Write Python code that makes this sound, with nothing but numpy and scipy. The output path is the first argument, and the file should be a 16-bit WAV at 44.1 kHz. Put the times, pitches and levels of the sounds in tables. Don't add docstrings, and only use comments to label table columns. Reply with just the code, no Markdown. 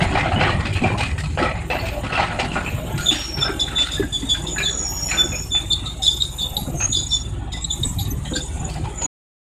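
import sys
import numpy as np
from scipy import signal
from scipy.fft import rfft, irfft, next_fast_len
from scipy.io import wavfile
from scipy.ndimage import uniform_filter1d, map_coordinates

SR = 44100
rng = np.random.default_rng(int(sys.argv[2]) if len(sys.argv) > 2 else 0)


def int16_out(signal):
    q = np.round(np.clip(np.atleast_2d(signal).T, -1, 1) * 32767)
    wavfile.write(sys.argv[1], SR, q.astype(np.int16))


N = 418950

# frequency in Hz, width in Hz, relative height in dB.
CASING_MODES = [(387, 67, 12.5), (507.6, 10, 21), (600, 58, 9.5), (733, 8.9, 3.5), (833, 110, 7),
                (917, 16, -1.5), (1124, 14, 10.5), (1300, 63, 12), (1445, 15, 14), (1596, 18, 0.5),
                (1846, 28, 5.5), (2006, 6.3, 13), (2397, 42, 10), (2530, 26, 13), (2660, 13, 10.5),
                (2912, 26, 6), (3294, 58, 5.5), (4106, 30, 9)]


def amp(db):
    return np.exp(np.asarray(db) * np.log(10) / 20)


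def unit(x):
    return x / np.sqrt(np.mean(x ** 2) + 1e-20)


def along(points, hz):
    f, v = np.transpose(points)
    return np.interp(np.log(hz + 1), np.log(f + 1), v)


def curves(rows, t):
    s, *columns = np.transpose(rows)
    return [np.interp(t, s, column) for column in columns]


def wobble(rate, n=N):
    step = max(1, int(SR / rate / 12))
    at = np.arange(0, n + step, step)
    knots = rng.standard_normal(n // 30 + 4)
    coarse = map_coordinates(knots, [at * rate / SR], order=2, mode="wrap", prefilter=False)
    return np.interp(np.arange(n), at, coarse)


def filtered(x, response):
    m = next_fast_len(len(x) + 4096)
    spectrum = rfft(x, m) * response(np.fft.rfftfreq(m, 1 / SR))
    return irfft(spectrum, m)[:len(x)]


def hump(f, hz, width_hz, height):
    return height / (1 + ((f - hz) / (width_hz / 2)) ** 2)


def grainy(n, lumps_db, rate):
    return rng.standard_normal(n) * amp(lumps_db * wobble(rate, n))


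def patchy(x, patchy_db, size=512):
    z = signal.stft(x, nperseg=size)[2]
    field = uniform_filter1d(uniform_filter1d(rng.standard_normal(z.shape), 4, 0), 6, 1)
    return signal.istft(z * amp(patchy_db * unit(field)), nperseg=size)[1][:len(x)]


def add(track, s, sound):
    part = track[round(s * SR):][:len(sound)]
    part += sound[:len(part)]


def bite(t, attack, length, t60):
    return (1 - np.exp(-t / attack)) * amp(-60 * np.maximum(t - length, 0) / t60)


def whistle(hz, clear, width_hz):
    smear = [unit(wobble(width_hz, len(hz))) + 0.4 * unit(wobble(4.9 * width_hz, len(hz))) for _ in range(2)]
    grip = clear + (1 - clear) * (smear[0] + 1j * smear[1])
    return grip, np.exp(2j * np.pi * np.cumsum(hz) / SR)


def swaying_gain(rows):
    sway_db, sway_per_s = 1.5, 7
    return amp(curves(rows, np.arange(N) / SR)[0] + sway_db * unit(wobble(sway_per_s)))


def chip_spray():
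    # frequency in Hz, relative spectrum in dB.
    spray_spectrum = [(2350, -41.5), (4000, -18.5), (4990, -18), (5990, -11), (6780, 2), (8540, -1.5),
                      (9780, -5), (11300, -19), (13600, -28), (14500, -20)]
    # time in seconds, level in dB before the sway.
    spray_level = [(0.0, -44), (0.17, -49.5), (2.1, -49), (2.33, -46), (2.92, -46.5), (3.1, -43.5),
                   (3.44, -45.5), (3.74, -44), (5.2, -44.5), (5.28, -39.5), (6.02, -49), (6.24, -40.5),
                   (7.11, -43.5), (7.31, -51.5), (7.56, -63.5), (7.78, -37), (8.16, -45), (8.9, -46.5)]
    noise = patchy(grainy(N, lumps_db=2.6, rate=150), patchy_db=3.5)
    spray = filtered(noise, lambda f: amp(along(spray_spectrum, f)))
    return swaying_gain(spray_level) * unit(spray)


def chip_churn():
    # frequency in Hz, relative spectrum in dB.
    churn_spectrum = [(88, -25.5), (150, 4.5), (201, -5.5), (345, -4), (435, -15.5), (819, -12),
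                      (1520, -22), (2770, -22), (3660, -24), (5300, -47), (6000, -47), (7800, -90.5),
                      (13200, -120)]
    # time in seconds, level in dB before the sway.
    churn_level = [(0.0, -26.5), (0.37, -26), (1.19, -38), (2.23, -33.5), (2.53, -29.5), (2.65, -33.5),
                   (3.02, -28), (3.22, -35), (3.64, -31), (3.87, -36.5), (4.46, -35), (4.64, -36),
                   (5.95, -37.5), (6.69, -39), (7.06, -39.5), (8.21, -37.5), (8.38, -37), (8.9, -36)]

    def colour(f):
        return amp(along(churn_spectrum, f) + 0.43 * sum(hump(f, *mode) for mode in CASING_MODES))

    noise = patchy(grainy(N, lumps_db=1.5, rate=56), patchy_db=4, size=2048)
    return swaying_gain(churn_level) * unit(filtered(noise, colour))


def knife_drum():
    # multiple of the knife rate, relative level in dB.
    throb_partials = [(1, -29), (2, -1), (3, 7.5), (4, 3), (5, -16), (6, -17.5), (7, -2.5), (8, -4.5),
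                      (9, -21)]
    # time in seconds, level of the throb in dB.
    throb_level = [(0, -33), (1.5, -30), (3, -34), (4.5, -32.5), (6, -32), (7.5, -30), (9, -32)]
    # frequency in Hz, relative spectrum in dB.
    rumble_spectrum = [(20, -12.5), (45, -9), (75, -1.5), (103, 2.5), (140, -8.5), (200, -14), (300, -17),
                       (500, -72.5)]
    # time in seconds, level of the frame rumble in dB before the sway.
    rumble_level = [(0.0, -28.5), (0.58, -25), (0.75, -31), (0.9, -21.5), (1.31, -31), (1.61, -27.5),
                    (1.66, -41), (1.96, -29), (2.72, -31.5), (2.94, -26.5), (3.24, -39), (3.37, -37),
                    (3.95, -41), (3.97, -28), (4.93, -39), (7.47, -30), (7.77, -33.5), (7.87, -24),
                    (8.3, -28), (8.37, -54), (8.6, -23), (8.75, -38), (9.0, -40.5), (9.03, -44)]
    knife_hz = 18.72
    t = np.arange(N) / SR
    turns = knife_hz * t + 0.014 * wobble(4.0)
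    throb = sum(amp(db + 1.3 * wobble(2.7)) * np.sin(2 * np.pi * k * turns) for k, db in throb_partials)
    pulse = 1 + 0.55 * np.cos(2 * np.pi * (turns - 0.3))
    noise = patchy(grainy(N, lumps_db=0.5, rate=37), patchy_db=3, size=4096)
    rumble = filtered(noise * pulse, lambda f: amp(along(rumble_spectrum, f)))
    return amp(curves(throb_level, t)[0]) * unit(throb) + swaying_gain(rumble_level) * unit(rumble)


def whine():
    # time in seconds, pitch in Hz before its shiver, level in dB before its flutter.
    whine_course = [(1.6, 14000, -86.5), (1.69, 13400, -47.5), (2.0, 13460, -53), (2.04, 13430, -73),
                    (2.49, 12600, -80.5), (2.7, 13400, -54), (3.01, 13100, -45.5), (3.37, 13200, -64),
                    (4.0, 12900, -54.5), (4.419, 12939, -63), (4.59, 13150, -48), (4.78, 13460, -86),
                    (4.909, 13200, -45.5), (5.2, 13500, -58), (5.39, 12935, -51.5), (5.83, 13350, -68.5),
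                    (6.11, 13150, -53), (6.55, 13040, -47.5), (7.28, 13105, -70), (7.43, 13321, -114),
                    (7.77, 13000, -47), (8.25, 13100, -65.5), (8.38, 13033, -65), (8.44, 13540, -81)]
    out, t = np.zeros(N), np.arange(whine_course[0][0], whine_course[-1][0], 1 / SR)
    hz, db = curves(whine_course, t)
    grip, turn = whistle(hz * (1 + 0.004 * unit(wobble(18, len(t)))), clear=0.4, width_hz=260)
    flutter_db = 3.9 * unit(wobble(16, len(t)))
    add(out, t[0], amp(db + flutter_db) * unit(np.real(grip * turn)))
    return out


def squeals():
    # start in seconds, swell in seconds, fade in seconds, first pitch in Hz, last pitch in Hz,
    # crest level in dB before the flutter, rise to the crest in dB, fall after it in dB.
    squeal_notes = [(3.003, 0.057, 0.24, 6850, 6820, -28.5, 18, 18),
                    (3.149, 0.092, 0.23, 5640, 5330, -28, 11, 5.5),
                    (3.426, 0.029, 0.11, 5310, 5330, -24.5, 2, 29),
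                    (4.409, 0.12, 0.35, 6990, 6780, -28.5, 14, 3),
                    (4.791, 0.11, 0.15, 6890, 6780, -28, 3, 1),
                    (4.678, 0.19, 0.15, 5700, 5510, -31.5, 15, 2.5),
                    (5.005, 0.079, 0.43, 5570, 5450, -31.5, 1, 15),
                    (5.001, 0.098, 0.11, 6820, 6960, -25.5, 12, 16.5),
                    (5.048, 0.16, 0.08, 11000, 11900, -42.5, 4.5, 12),
                    (5.17, 0.099, 0.013, 7000, 6800, -24, 11, 6),
                    (5.278, 0.022, 0.15, 6730, 6840, -26.5, 3, 9),
                    (5.509, 0.02, 0.11, 7020, 6960, -30, -5, 19),
                    (6.53, 0.027, 0.14, 11600, 10900, -35, 25, 19),
                    (6.752, 0.065, 0.049, 6350, 6500, -24.5, 19, -5),
                    (6.86, 0.069, 0.12, 6620, 6960, -22.5, 17.5, 12),
                    (7.061, 0.11, 0.17, 6860, 6850, -28, 9, 31),
                    (7.085, 0.027, 0.12, 5450, 5500, -28, 16, 20),
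                    (7.062, 0.0067, 0.017, 6800, 6800, -24, 17, 1),
                    (7.603, 0.048, 0.033, 7530, 7550, -22.5, 26, 29),
                    (7.7, 0.021, 0.058, 6830, 7300, -33, 3, 2),
                    (7.845, 0.0094, 0.035, 7950, 7750, -24, 4, 6),
                    (7.879, 0.016, 0.045, 7600, 7850, -26.5, 6, 26),
                    (7.972, 0.02, 0.064, 11800, 11630, -40, 15, 4),
                    (7.998, 0.012, 0.018, 7150, 7100, -34.5, 5, 7),
                    (8.02, 0.011, 0.018, 6750, 6650, -35, 2.5, 5),
                    (8.103, 0.012, 0.015, 6200, 6100, -29, 0, 5),
                    (8.072, 0.03, 0.075, 11700, 12000, -36, 4, 21),
                    (8.286, 0.033, 0.015, 6980, 6850, -30.5, 22, 3),
                    (8.343, 0.016, 0.036, 7150, 7000, -31, 6, 11),
                    (8.409, 0.017, 0.064, 6950, 6950, -32, -1, 14),
                    (8.591, 0.013, 0.026, 7060, 6850, -29, 6, 19),
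                    (8.64, 0.024, 0.023, 6910, 6970, -30.5, 10, 10),
                    (8.945, 0.085, 0.034, 7070, 6810, -26, 16, 4)]
    flutter_db, jitter = 3, 0.0049
    out = np.zeros(N)
    for start, swell, fade, first_hz, last_hz, db, rise_db, fall_db in squeal_notes:
        end = swell + fade
        t = np.arange(0, end + .1, 1 / SR)
        stray = 0.006 * wobble(10, len(t)) + jitter * unit(wobble(60, len(t)))
        hz = np.interp(t, [0, end], [first_hz, last_hz]) * (1 + stray)
        swell_db = np.interp(t, [0, swell, end], [db - rise_db, db, db - fall_db])
        swell_db += flutter_db * unit(wobble(44.7, len(t)))
        edges = np.clip(np.minimum(t, end - t) / 0.01, 0, 1)
        grip, turn = whistle(hz, clear=0.58, width_hz=200 * (first_hz / 6000) ** 1.4)
        add(out, start, amp(swell_db) * edges * unit(np.real(grip * turn)))
    return out


def squeaks():
    # start in seconds, nominal peak level in dB, settled pitch in Hz,
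    # scrape over the note in dB, length in seconds.
    squeak_notes = [(3.056, -10, 3526, -5.5, 0.018), (3.076, -2.5, 3483, -17, 0.026),
                    (3.112, -14, 3470, -5, 0.026), (3.41, -5, 3510, -15.5, 0.03),
                    (3.592, -6.5, 3485, -10, 0.039), (3.598, -19, 5010, -18.5, 0.017),
                    (3.595, -21.5, 5400, -16, 0.012), (3.751, -6, 3515, -10.5, 0.07),
                    (3.913, -17.5, 3550, 0.5, 0.035), (4.121, -9, 3460, -10, 0.042),
                    (4.244, -24.5, 3690, -25.5, 0.061), (4.286, -5.5, 3440, -12, 0.045),
                    (4.464, -16, 3530, -5.5, 0.012), (4.576, -20.5, 3950, -7, 0.014),
                    (4.624, -11, 3780, -6.5, 0.022), (4.649, -4.5, 3467, -20, 0.035),
                    (5.171, -2.5, 3505, -32, 0.042), (5.505, -8, 3500, -11.5, 0.073),
                    (5.701, -0.5, 3530, -17, 0.034), (5.709, -21, 3980, -36, 0.025),
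                    (5.723, -12, 4260, -18, 0.011), (5.851, -20.5, 3620, -2.5, 0.05),
                    (5.859, -15, 3780, -17, 0.012), (6.018, -14.5, 3580, 1.5, 0.12),
                    (6.029, -18, 5200, -45, 0.027), (6.044, -11.5, 3810, -24, 0.019),
                    (6.057, -16.5, 3970, -23, 0.012), (6.095, -20.5, 4880, -21, 0.021),
                    (6.06, -3.5, 3470, -11.5, 0.029), (6.199, -5.5, 3690, -23.5, 0.024),
                    (6.217, -3, 3730, -19.5, 0.0042), (6.247, -17, 3710, -25, 0.009),
                    (6.382, -13, 3665, -8.5, 0.021), (6.402, -8.5, 3514, -9, 0.033),
                    (6.41, -17, 4400, -21, 0.016), (6.567, -3, 3770, -17.5, 0.0042),
                    (6.922, -12, 3600, 0, 0.021), (6.94, -3.5, 3487, -17, 0.033),
                    (6.957, -18, 4800, -6.5, 0.017), (7.105, -20, 3930, -6, 0.015),
                    (7.111, -5, 3520, -14.5, 0.039), (7.519, -17.5, 3595, -2.5, 0.013),
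                    (7.521, -29, 4850, -7, 0.013), (7.998, -31.5, 4820, -9, 0.014),
                    (7.642, -13.5, 3770, -14.5, 0.0076), (7.695, -12, 3506, -10, 0.026),
                    (7.829, -11.5, 3700, -19, 0.0089), (7.985, -13, 3740, -8, 0.015),
                    (8.245, -26, 3820, -11, 0.0078), (8.252, -23, 3130, -5, 0.01),
                    (8.333, -17, 3670, -8, 0.0081), (8.353, -12.5, 3530, -6.5, 0.017)]
    crest_db = 6.5
    clear_s = 0.045
    catch_share, catch_s = 0.41, 0.029
    frame_hz, frame_width_hz = 3510, 400
    out, t = np.zeros(N), np.arange(SR // 3) / SR
    for s, db, hz, scrape_db, length in squeak_notes:
        upper_hz = rng.uniform(3655.6, 5210)
        t60 = 0.29 + 3.5 * length
        settled = np.clip(length / clear_s, .3, 1)
        sinking_hz = hz * (1 + 0.04 * np.exp(-t / 0.00742))
        grip, turn = whistle(sinking_hz, clear=0.93 * settled, width_hz=90 / settled)
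        blur = 0.25 + 0.32 * unit(wobble(232.5, len(t)))

        def scrape_band(f):
            contacts = hump(f, 1.012 * hz, 680, 35.8) + hump(f, upper_hz, 410, 18.6)
            treble = hump(f, 7030, 1200, 22) + hump(f, 9540, 4700, 11)
            return amp(-46 + contacts + treble) / (1 + (f / 11800) ** 8)

        scrape = unit(filtered(grainy(len(t), lumps_db=3.5, rate=110), scrape_band))
        scrape *= amp(scrape_db) * bite(t, 0.0096, 0.0022, t60)
        attack = min(catch_share * length, catch_s)
        note = bite(t, attack, length, 0.1 * settled) * grip * (turn + amp(-14) * turn ** 2)
        frame_gain = hump(hz, frame_hz, frame_width_hz, 0.42)
        ring = frame_gain * bite(t, 0.021, length, t60) * blur * turn
        add(out, s, amp(db - crest_db) * ((note + ring).real + scrape))
    return out


def thuds():
    # start in seconds, level in dB, pitch of the upper mode in Hz.
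    knocks = [(0.552, -10, 184), (0.821, -2.5, 237), (2.037, -12, 267), (1.298, -21, 282), (1.416, -2, 340),
              (2.74, -8, 117), (2.941, -6, 140), (3.115, -6.5, 307), (3.382, -9.5, 135), (3.492, -5.5, 392),
              (3.996, 1.5, 392), (4.032, -7.5, 294), (4.229, -8.5, 267), (6.673, -11, 260),
              (6.892, -15.5, 262), (6.976, -24, 137), (7.813, -8, 121.4), (8.116, -15.5, 271),
              (8.316, -10, 305), (8.365, -9.5, 300), (8.61, -14, 139.6), (8.796, -14, 309),
              (8.829, -9.5, 114)]
    decay_cycles = 24
    out, t = np.zeros(N), np.arange(SR // 4) / SR
    for s, db, hz in knocks:
        pair = 0.41 * np.sin(2 * np.pi * hz * t) + 0.27 * np.sin(2 * np.pi * 0.814 * hz * t)
        add(out, s, amp(db) * bite(t, 0.005, 0.0046, decay_cycles / hz) * pair)
    return out


def crackle(n, weights, t60, count):
    stray, spread_db = 0.054, 2.5
    longest_t60, shortening_db = 0.057, 13
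    u, draw = np.arange(SR // 40) / SR, rng.uniform(0, 1, (count, 5))
    mode = (draw[:, 0] * len(CASING_MODES)).astype(int)
    hz = np.array(CASING_MODES)[mode, 0] * (1 + stray * (2 * draw[:, 1] - 1))
    late = draw[:, 2] * min(t60 / 2, n / SR - u[-1] - 1 / SR)
    size = weights[mode] * amp(-60 * late / t60 - spread_db * np.log(draw[:, 3] + .08))
    life = amp(-shortening_db * draw[:, 4:])
    envelope = bite(u, 0.002 * life, 0, longest_t60 * life) * (1 - u / u[-1])
    rings = size[:, None] / np.sqrt(life) * envelope * np.sin(2 * np.pi * hz[:, None] * u)
    at = (late * SR).astype(int)[:, None] + np.arange(len(u))
    return np.bincount(at.ravel(), rings.ravel(), n)[:n] / np.sqrt(np.mean(weights ** 2))


def casing_knock(u, gains):
    wood_damps_hz = 25.2
    knock = np.zeros(len(u))
    for gain, (hz, width_hz, _) in zip(gains, CASING_MODES):
        mistuned_hz = hz * (1 + 0.0084 * rng.standard_normal())
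        decay = np.exp(-np.pi * (width_hz + wood_damps_hz) * u)
        knock += gain * rng.uniform(-0.76, 1) * decay * np.sin(2 * np.pi * mistuned_hz * u)
    return (1 - np.exp(-u / 0.00078)) * knock / knock[:SR // 50].std()


def chops():
    # start in seconds, nominal peak level in dB, loudest ring in Hz, how far it stands out in dB,
    # brightness in dB per octave, nominal 60 dB decay in seconds.
    chop_rows = [(0.004, -7.5, 2160, 6, 2, 0.51), (0.091, -19.5, 682, 11, 2, 0.79),
                 (0.122, -16.5, 1610, 8, 5, 0.36), (0.149, -10, 2440, 11, 2.5, 0.46),
                 (0.175, -11, 2060, 11, 5.5, 0.58), (0.229, -10.5, 673, 12, 2, 0.34),
                 (0.315, -9, 727, 12.5, 0.5, 0.2), (0.358, -10.5, 2950, 13.5, -4, 0.5),
                 (0.392, -10, 3090, 11, 2, 0.44), (0.409, -6, 2330, 6.5, 1.5, 0.3),
                 (0.441, -13.5, 1884, 12.5, 1.5, 0.61), (0.468, -9, 1206, 13, 4, 0.35),
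                 (0.495, -12, 3000, 3.5, 2.5, 0.19), (0.516, -20.5, 1905, 20.5, -0.5, 0.69),
                 (0.597, -18.5, 574, 9, 6, 0.88), (0.652, -14, 1370, 5, 5, 0.22),
                 (0.726, -22, 3170, 10.5, 16.5, 0.25), (0.752, -12.5, 2600, 10.5, 4.5, 0.26),
                 (0.816, -15, 773, 10.5, 6.5, 0.65), (0.837, -8, 2376, 11.5, -2.5, 0.59),
                 (0.9, -11.5, 1030, 10.5, -3, 0.44), (0.975, -17, 2740, -1, 8.5, 0.19),
                 (1.003, -8, 2420, 6.5, 7.5, 0.31), (1.091, -24, 1970, 14.5, 4, 0.39),
                 (1.179, -16, 1900, 15.5, 12, 0.21), (1.234, -24, 4280, 4, 6, 0.72),
                 (1.374, -7, 562, 8, 2, 0.72), (1.391, -13.5, 1937, 15.5, -2, 0.77),
                 (1.425, -10.5, 1310, 12.5, 8.5, 0.18), (1.455, -19, 2390, 17, -2, 0.58),
                 (1.553, -22.5, 2100, 8.5, 1.5, 0.69), (1.701, -8.5, 2620, 7, 2, 0.5),
                 (1.789, -19.5, 4420, 14, 1.5, 0.28), (1.822, -16, 660, 9, 3, 0.88),
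                 (1.853, -19, 2650, 8.5, 9.5, 0.45), (1.916, -21, 586, 15, -8, 1),
                 (2.034, -16, 1098, 5.5, 3, 0.99), (2.103, -19, 2040, -2, 2, 0.67),
                 (2.122, -13, 2680, 19, 5, 0.52), (2.13, -12, 1428, 12, 5.5, 0.54),
                 (2.175, -9, 1104, 5, 1.5, 0.45), (2.195, -9.5, 2025, 6.5, 4, 0.59),
                 (2.304, -15.5, 1450, 3, -1, 0.61), (2.389, -8, 804, 7.5, 5.5, 0.31),
                 (2.516, -19, 2630, 8, 7, 0.93), (2.554, -10, 1445, 11.5, -1.5, 0.51),
                 (2.661, -17.5, 2550, 17, 6.5, 0.39), (2.976, -22.5, 1426, 14.5, 13.5, 1),
                 (3.109, -13.5, 3000, 5.5, 9.5, 0.77), (3.371, -21, 990, 9.5, 7, 0.68),
                 (3.415, -18, 1390, 22, -3, 0.42), (3.449, -14.5, 1558, 12.5, 0, 0.51),
                 (3.677, -22, 1470, 10, 5, 1), (3.783, -16.5, 1400, 7.5, 9.5, 0.93),
                 (3.958, -28, 1710, 17.5, -3, 1), (4.024, -23.5, 1615, 23.5, -1.5, 0.27),
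                 (4.223, -26.5, 960, 14, 4, 0.33), (4.344, -22.5, 1624, 17, 10, 0.33),
                 (4.45, -29, 950, 16, -5.5, 0.4), (4.56, -21, 1680, 24, 6, 0.13),
                 (4.582, -15.5, 2376, 17, 11, 0.3), (4.598, -20, 1700, 17, 1.5, 0.68),
                 (5.085, -21, 1905, 12.5, 12.5, 0.49), (5.112, -13, 2360, 10, 7, 0.37),
                 (5.124, -16.5, 1504, 12.5, 2, 0.82), (5.319, -19.5, 2470, 15.5, -1.5, 0.42),
                 (5.547, -19.5, 2340, 9, 5, 0.39), (5.836, -29.5, 1273, 17.5, 7.5, 0.54),
                 (5.992, -31.5, 770, 28, -0.5, 0.37), (6.411, -24, 1010, 7.5, -9, 0.87),
                 (6.52, -27, 782, 16, -5, 0.69), (6.565, -21.5, 840, 8.5, -13.5, 0.7),
                 (6.683, -17, 730, 2, -20, 0.75), (6.74, -20.5, 695, 14, -15, 0.42),
                 (6.801, -18.5, 2570, 16, 4, 0.23), (6.802, -18, 1200, 6, 5, 0.3),
                 (7.533, -26, 2010, 21, -5.5, 0.38), (7.991, -29, 795, 17, -12.5, 0.4),
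                 (8.251, -29, 1980, 15, -1, 0.24), (8.312, -17, 513, 12, -7, 0.48),
                 (8.352, -27, 1580, 27, 2.5, 0.2), (8.358, -17.5, 4580, 18.5, 18.5, 0.14),
                 (8.558, -26.5, 820, 20, -7.5, 0.32), (8.663, -28.5, 577, 14.5, -5.5, 0.27),
                 (8.69, -27, 4580, 11, 18, 0.58), (8.753, -24, 750, 11, 2.5, 0.36),
                 (8.839, -21, 880, 16, 4.5, 0.4), (9.014, -20, 943, 17.5, 8, 0.53)]
    # frequency in Hz, relative spectrum in dB.
    casing_spectrum = [(90, -36), (150, 8), (330, 0), (460, -9.5), (710, 4.5), (1200, -5.5), (1670, -5.5),
                       (2500, -8.5), (3000, -10.5), (3400, -16.5), (4200, -17.5), (5200, -25), (5800, -33),
                       (6500, -33), (8500, -33.5), (11000, -59), (14000, -64)]
    faint_db, bite_s, bite_grows_s = -30, 0.0075, 0.00036
    crest_db, knock_db, crackle_db = 11.5, -17.5, -5
    ring_db, ring_share = -15.5, 0.52
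    out, t = np.zeros(N), np.arange(SR // 3) / SR
    u, modes_hz, fade = t[:SR // 14], np.array(CASING_MODES)[:, 0], np.sqrt(1 - t / t[-1])
    for s, db, hz, stands_out_db, tilt, t60 in chop_rows:
        shake = rng.uniform(0.14, 1.32, len(CASING_MODES))

        def broad_db(f):
            return along(casing_spectrum, f) + tilt * np.log2((f + 50) / 1000) + hump(f, hz, 0.23 * hz, stands_out_db)

        def colour(f):
            return amp(broad_db(f) + sum(g * hump(f, *mode) for g, mode in zip(shake, CASING_MODES)))

        add(out, s, amp(db + knock_db) * casing_knock(u, colour(modes_hz)))
        hold = bite_s + bite_grows_s * (db - faint_db)
        snap = 1 + 0.21 * amp(-60 * t / 0.0095)
        splinters = unit(filtered(grainy(len(t), lumps_db=3.5, rate=220), colour))
        splinters *= snap * bite(t, 0.0026, hold, t60) * fade
        ring = (0.98 + 0.85 * unit(wobble(0.054 * hz, len(t)))) * np.sin(2 * np.pi * hz * t)
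        ring *= amp(ring_db + stands_out_db) * bite(t, 0.0089, hold, ring_share * t60)
        crackles = amp(crackle_db) * crackle(len(t), amp(broad_db(modes_hz) / 2), t60, count=30)
        add(out, s, amp(db - crest_db) * (splinters + ring + crackles))
    return out


def scene():
    wood = patchy(chip_churn() + chops(), patchy_db=2.5)
    machine = knife_drum() + chip_spray()
    return (machine + wood + thuds() + squeaks() + squeals() + whine())[None]


def record(dry):
    end_s, top_hz = 9.066, 14600
    heard = dry[0] / (1 + np.abs(dry[0] / .7) ** 4) ** (1 / 4)
    cut = np.clip((end_s - np.arange(N) / SR) / 0.0057, 0, 1)
    return filtered(heard * cut, lambda f: f < top_hz)[None]


dry = scene()
out = record(dry)
int16_out(out)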